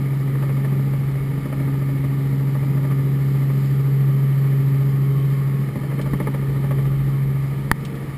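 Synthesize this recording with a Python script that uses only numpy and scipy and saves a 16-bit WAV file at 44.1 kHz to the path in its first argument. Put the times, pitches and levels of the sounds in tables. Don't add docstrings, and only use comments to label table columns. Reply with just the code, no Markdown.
import sys
import numpy as np
from scipy import signal
from scipy.fft import rfft, irfft, next_fast_len
from scipy.io import wavfile
from scipy.ndimage import uniform_filter1d, map_coordinates

SR = 44100
rng = np.random.default_rng(int(sys.argv[2]) if len(sys.argv) > 2 else 0)


def how_loud(loudness_db):
    steps = np.asarray(loudness_db, float) / 20
    return 10 ** steps


def generate_wav(signal):
    frames = np.transpose(np.atleast_2d(signal))
    scaled = np.clip(frames, -1, 1) * 32767
    pcm = np.round(scaled).astype(np.int16)
    wavfile.write(sys.argv[1], SR, pcm)


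N = 360297

FIRINGS_PER_CYCLE, FIRINGS_PER_BLADE = 6, 10

# t/s, level/dB
EXHAUST_BOOM = [(0.0, -20), (0.07, -20.5), (0.84, -18.5), (1.39, -23), (1.43, -28.5), (1.61, -20.5),
                (3.82, -17.5), (4.0, -16), (5.25, -17.5), (5.64, -20.5), (5.71, -28), (5.94, -22),
                (6.17, -23), (6.78, -18.5), (7.33, -19), (7.92, -30), (8.15, -28.5), (8.17, -34)]
# t/s, turn/0 tail..1 nose, lean to seat back/1, draught on the port/dB
CAMERA_MOVES = [(0, 0.099, -0.56, -52), (.6, 0.13, 0.14, -47), (1.5, -0.014, 0.15, -41),
                (1.8, 0.24, 0.59, -40), (2.3, -0.022, 0.74, -38), (2.7, .2, 0.57, -55),
                (3.6, 0.72, 0.33, -51), (4.25, 0.7, -1.5, -49), (4.55, 0.86, 0.14, -56),
                (5.1, 1.3, -0.12, -46), (5.7, 1, -0.77, -47), (6.1, .9, -0.18, -36),
                (6.8, 0.74, -0.15, -38), (7.3, 0.69, -2.6, -38), (7.6, 0.18, -2.5, -37),
                (8.17, 0.76, -2.2, -42)]
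# f/Hz, width/Hz, level/dB
CABIN_MODES = [(556, 67, 0), (936, 173, -3), (1131, 97, 1), (1223, 116, 2.5), (1438, 100, -5),
               (1830, 222, -3.5), (2030, 96, 2.5), (2129, 269, -2), (2480, 290, -24), (2910, 160, -18.5),
               (4400, 150, -32)]
# t/s, crack/dB, thump/dB
HARD_SLAPS = [(0.346, -36, -52), (0.423, -31.5, -42), (0.493, -35.5, -46), (0.567, -36, -38.5),
              (0.643, -30.5, -29), (0.715, -37.5, -26), (0.935, -34, -34), (1.454, -36, -22),
              (1.523, -35, -41), (1.597, -35.5, -43), (1.674, -35.5, -33), (2.038, -36.5, -22),
              (2.547, -35.5, -30), (2.626, -36.5, -34), (2.771, -35.5, -38), (2.84, -34.5, -33),
              (2.911, -32, -43.5), (2.984, -35.5, -30), (3.498, -35.5, -28), (5.757, -38, -20),
              (5.911, -32.5, -32), (5.988, -30.5, -31), (6.058, -33.5, -29), (6.13, -30, -15),
              (6.198, -27.5, -15), (6.27, -27.5, -17.5), (6.341, -30, -24.5), (6.638, -31.5, -28),
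              (6.707, -29, -25), (6.783, -32.5, -31)]
# t/s, level/dB
HOUSING_SNAP = (7.7144, 0.76)


def unit(x):
    return x / np.sqrt(np.mean(x ** 2) + 1e-20)


def curves(rows):
    s, *cols = np.transpose(rows)
    t = np.arange(N) / SR
    return [np.interp(t, s, c) for c in cols]


def knots(rate_hz):
    return rng.standard_normal(int(N * rate_hz / SR) + 4)


def wobble(rate_hz):
    coarse = np.arange(0, N + 64, 64)
    return np.interp(np.arange(N), coarse, map_coordinates(knots(rate_hz), [coarse * rate_hz / SR]))


def filtered(x, response):
    m = next_fast_len(N + SR // 2)
    return irfft(rfft(x, m) * response(np.fft.rfftfreq(m, 1 / SR)), m)[:N]


def colour(points):
    hz, db = np.transpose(points)
    return lambda f: how_loud(np.interp(np.log(f + 1), np.log(hz + 1), db))


def resonances(modes):
    def response(f):
        return sum((-1) ** k * how_loud(db) * 1j * f * w / (c * c - f * f + 1j * f * w)
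                   for k, (c, w, db) in enumerate(modes))
    return response


def noise(response):
    return unit(filtered(rng.standard_normal(N), response))


def patchy(x, depth_db):
    z = signal.stft(x, nperseg=1024)[2]
    field = uniform_filter1d(rng.standard_normal(z.shape), size=5, axis=0)
    field = uniform_filter1d(field, size=9, axis=1)
    return unit(signal.istft(z * how_loud(depth_db * unit(field)), nperseg=1024)[1][:N])


def bursts(times_s, levels_db, rise_s, t60_s):
    t = np.arange(SR // 10) / SR
    starts = np.bincount(np.round(np.multiply(times_s, SR)).astype(int), how_loud(levels_db), N)
    return signal.fftconvolve(starts, (1 - np.exp(-t / rise_s)) * how_loud(-60 * t / t60_s))[:N]


def lines(turns, table, drift_db, sway_rad, rate_hz):
    at, coarse = np.arange(0, N, 4), np.arange(0, N + 256, 256)
    total = np.zeros(len(at))
    for multiple, db in table:
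        drift, phase = (map_coordinates(knots(rate_hz), [coarse * rate_hz / SR]) for _ in range(2))
        line_db = np.broadcast_to(db, N)[np.minimum(coarse, N - 1)]
        gain = np.interp(at, coarse, how_loud(line_db + 4 + drift_db * drift))
        angle = 2 * np.pi * (multiple * turns[at] + rng.random())
        total += gain * np.sin(angle + sway_rad * np.interp(at, coarse, phase))
    return signal.resample_poly(total, 4, 1)[:N]


def wake():
    starts = np.bincount(np.round(np.transpose(HARD_SLAPS)[0] * SR).astype(int), minlength=N)
    span = round(1 * SR / 2)
    stir = uniform_filter1d(uniform_filter1d(starts * 1., span), span)
    return stir / stir.max()


def machinery(firings):
    # multiple of the six-firing cycle/1, level/dB
    engine_lines = [(3, -49), (5, -47), (7, -42.5), (8, -46.5), (9, -41), (10, -59), (15, -61), (21, -71),
                    (24, -58.5), (30, -63), (36, -59), (39, -85), (42, -64.5), (50, -68), (52, -63.5),
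                    (53, -68), (54, -63.5), (56, -63), (60, -66), (62, -73), (75, -65.5), (78, -65.5)]
    # multiple of the blade rate/1, level/dB
    rotor_lines = [(1, -63), (2, -57), (3, -60.5), (4, -52), (6, -52.5), (7, -65.5), (8, -63), (9, -43),
                   (11, -41.5), (13, -46.5), (14, -51), (19, -65), (21, -54), (23, -52.5), (24, -56.5),
                   (27, -58)]
    # multiple of the firing rate/1, level/dB
    geared_lines = [(1.193, -48), (3.367, -56), (3.853, -66), (5.693, -70), (6.705, -77), (8.54, -62)]
    overtone_multiples = [
        2,
        3,
        2.853,
        8,
        16.107,
    ]
    # facing the tail/dB, gain by turning/dB, by leaning/dB, follow/dB per dB of boom
    overtone_levels = [
        (-40, 0.4, 7.5, -0.15),
        (-48, 3.5, 0.9, .5),
        (-47.5, 1, -0.3, .5),
        (-68, 11, -2, 0.9),
        (-57.5, -3, 1.5, -0.5),
    ]
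    boom_db, = curves(EXHAUST_BOOM)
    turn, lean, _ = curves(CAMERA_MOVES)
    flutter_db = .5 * np.cos(2 * np.pi * firings / FIRINGS_PER_BLADE) + 0.25 * wobble(14)
    boom = np.sqrt(2) * how_loud(boom_db + flutter_db) * np.sin(2 * np.pi * firings)

    swell_db = boom_db - boom_db.mean()
    heard_db = [db + turn_db * turn + lean_db * lean + follow * swell_db
                for db, turn_db, lean_db, follow in overtone_levels]
    strong = list(zip(overtone_multiples, heard_db))
    overtones = lines(firings, strong[:3], drift_db=2.4, sway_rad=0.6, rate_hz=11)
    overtones = overtones + lines(firings, strong[3:], drift_db=3, sway_rad=1.54, rate_hz=14)

    engine = lines(firings / FIRINGS_PER_CYCLE, engine_lines, drift_db=3, sway_rad=0.95, rate_hz=5)
    rotor = lines(firings / FIRINGS_PER_BLADE, rotor_lines, drift_db=3.5, sway_rad=0.78, rate_hz=2.1)
    geared = lines(firings, geared_lines, drift_db=4.0, sway_rad=0.73, rate_hz=3.3)
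    weak = how_loud(2.7 * wake() - 1.0) * engine + rotor + geared
    return boom + how_loud(-1.35) * overtones + how_loud(0.062 * (boom_db + 23)) * weak


def roar(firings):
    # f/Hz, level/dB per Hz
    buffet_colour = [(12, -40), (25, -9), (50, 6.5), (90, -1), (130, -15), (200, -74)]
    # f/Hz, level/dB per Hz
    body_colour = [(60, -44), (100, 0.5), (150, -2.5), (210, 0.5), (300, -1.5), (400, -7.5), (480, -9),
                   (650, -34.5), (1000, -65)]
    # f/Hz, level/dB per Hz
    hiss_colour = [(1500, -48), (2600, -3), (3500, -4), (4400, -3), (5000, -1.5), (5500, -14), (6000, -15),
                   (7000, -22)]
    # f/Hz, width/Hz, level/dB
    whistle_modes = [(3090, 90, 0.5), (4300, 300, -6.5)]
    turn, lean, buffet_db = curves(CAMERA_MOVES)
    boom_db, = curves(EXHAUST_BOOM)
    stir = wake()
    body_db, roar_db = -36.5 + 4 * stir, -43 + 0.29 * stir
    gust = np.exp(-((np.arange(N) / SR - 3.58) / .33) ** 2)
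    hiss_db = -57.5 + 2.5 * gust + .6 * lean + .2 * (boom_db - boom_db.mean())
    whistle_db = -68 + 5.5 * turn
    blade = np.cos(2 * np.pi * (firings / FIRINGS_PER_BLADE + 0.045))
    firing = np.cos(2 * np.pi * (firings + 0.27))

    buffet = how_loud(buffet_db - 3.0 + 0.4 * wobble(3.2)) * noise(colour(buffet_colour))
    body = how_loud(body_db + 1.0 * blade + 0.87 * wobble(9)) * noise(colour(body_colour))
    shell_gain = how_loud(roar_db + 0.33 * blade + .5 * firing + 0.23 * wobble(12))
    shell = shell_gain * patchy(noise(resonances(CABIN_MODES)), depth_db=0.62)
    hiss_gain = how_loud(hiss_db + 0.17 * blade + 0.29 * wobble(11))
    hiss = hiss_gain * patchy(noise(colour(hiss_colour)), depth_db=1.8)
    whistle = how_loud(whistle_db + 2.5 * wobble(6)) * noise(lambda f: resonances(whistle_modes)(f) ** 2)
    return buffet + body + shell + hiss + whistle


def passes(firings):
    first_pass = .74
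    at = np.flatnonzero(np.diff(np.floor(firings / FIRINGS_PER_BLADE - first_pass)))
    size_db = 7 * wake()[at, None] + 1.8 * rng.standard_normal((120, 2))[:len(at)]
    soft = np.column_stack([at / SR, size_db + [-45, -47.5]])
    free = np.abs(soft[:, :1] - np.transpose(HARD_SLAPS)[0]).min(axis=1) > .03
    return np.vstack([HARD_SLAPS, soft[free]])


def slaps(firings):
    # f/Hz, width/Hz, level/dB
    slap_modes = [(191, 52, 1), (408, 43, -4.5), (594, 46, -1.5), (840, 46, -7.5), (1206, 126, -8),
                  (1743, 90, -9), (2200, 300, -14.5), (3180, 500, -28)]
    # t/s, level/dB
    echoes = [(0, 1), (.003, -0.5), (.0062, -2.5), (.0095, -4), (.013, -5.5), (.017, -7)]
    s, crack_db, thump_db = np.transpose(passes(firings))
    scatter = rng.standard_normal((150, len(echoes), 2))[:len(s)]
    pulses = np.zeros((2, N + SR))
    for k, (lag_s, db) in enumerate(echoes):
        at = np.round((s + 0.001997 + lag_s + 0.001144 * scatter[:, k, 0]) * SR).astype(int)
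        pulse_db = np.array([thump_db + 40.0, crack_db + 43.5]) + db + 2.5 * scatter[:, k, 1]
        pulses[:, at] -= how_loud(pulse_db)
    blunt = lambda f: 1 / (1 + 1j * f / 2600) ** 2
    thump = filtered(pulses[0, :N], lambda f: blunt(f) * resonances(slap_modes[:1])(f))
    crack = filtered(pulses[1, :N], lambda f: blunt(f) * resonances(slap_modes[1:])(f))
    puff = bursts(s, crack_db + .4, rise_s=0.0062, t60_s=0.057) * noise(resonances(CABIN_MODES))
    return thump + crack + puff


def housing():
    # t/s, level/dB
    ticks = [
        (5.301, -50.5),
        (6.013, -38),
        (6.225, -48),
        (7.85, -36),
        (7.953, -46.5),
    ]
    # f/Hz, level/dB, t60/s
    housing_modes = [(900, -10.5, 0.025), (1220, -6, 0.015), (1820, 0.5, 0.013), (3080, -20, .008),
                     (4760, -1.5, 0.0042)]
    snap_s, snap_db = HOUSING_SNAP
    t = np.arange(SR // 20) / SR
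    u = t / 0.00094
    push = -1.7 * u * (1 - 0.48 * u) * np.exp(-u * 0.68)
    ring = sum(how_loud(db - 60 * t / t60_s) * np.cos(2 * np.pi * hz * (t - .0009))
               for hz, db, t60_s in housing_modes)
    snap = np.zeros(N)
    onset = 1 - np.exp(-(t / 0.00061) ** 2)
    snap[round(snap_s * SR):][:len(t)] = how_loud(snap_db) * (push + ring * onset)
    times_s, levels_db = np.transpose(ticks)
    rattle = noise(colour([(1200, -49), (2200, 4), (3100, 11.5), (4500, 3.5), (5800, 4.0), (7000, -27)]))
    return snap + bursts(times_s, levels_db - 0.5, rise_s=0.00049, t60_s=0.073) * rattle


def scene():
    # t/s, firing rate f/Hz
    firing_rate = [(0, 136.5), (1.5, 136.5), (2.2, 136.75), (3.5, 136.75), (4.5, 136.9), (5.5, 137.1),
                   (6.5, 137.1), (8.17, 136.6)]
    firings = np.cumsum(curves(firing_rate)[0]) / SR
    mono = machinery(firings) + roar(firings) + slaps(firings) + housing()
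    return np.array([mono, mono])


def roll_off(x):
    return signal.sosfilt(signal.butter(12, 16540, fs=SR, output="sos"), x)


def record(dry):
    after_s = np.maximum(np.arange(N) / SR - HOUSING_SNAP[0], 0)
    duck = how_loud(-12 * (1 - np.exp(-(after_s / .006) ** 2)) * np.exp(-after_s / .022))
    coarse = signal.resample_poly(dry[0] * duck, 40, 147)
    held = np.repeat(np.clip(coarse, -1, 1), 4)
    held = signal.resample_poly(held, 147, 160)[:N]
    top_band = filtered(held, lambda hz: hz > 15290)
    quiet = uniform_filter1d(top_band ** 2, size=200) < how_loud(-95)
    shrill = filtered(top_band, lambda hz: np.clip((hz - 16000) / 500, 0, 1))
    u = np.maximum(after_s - .003, 0) / 0.0016
    settle = -.27 * u * np.exp(-u) + 0.038 * (1 - np.exp(-u / 4)) * np.exp(-(u / 15) ** 6)
    mix = np.clip(held - np.where(quiet, top_band, shrill) + np.array([settle, -settle]), -1, 1)
    return roll_off(mix)


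dry = scene()
out = record(dry)
generate_wav(out)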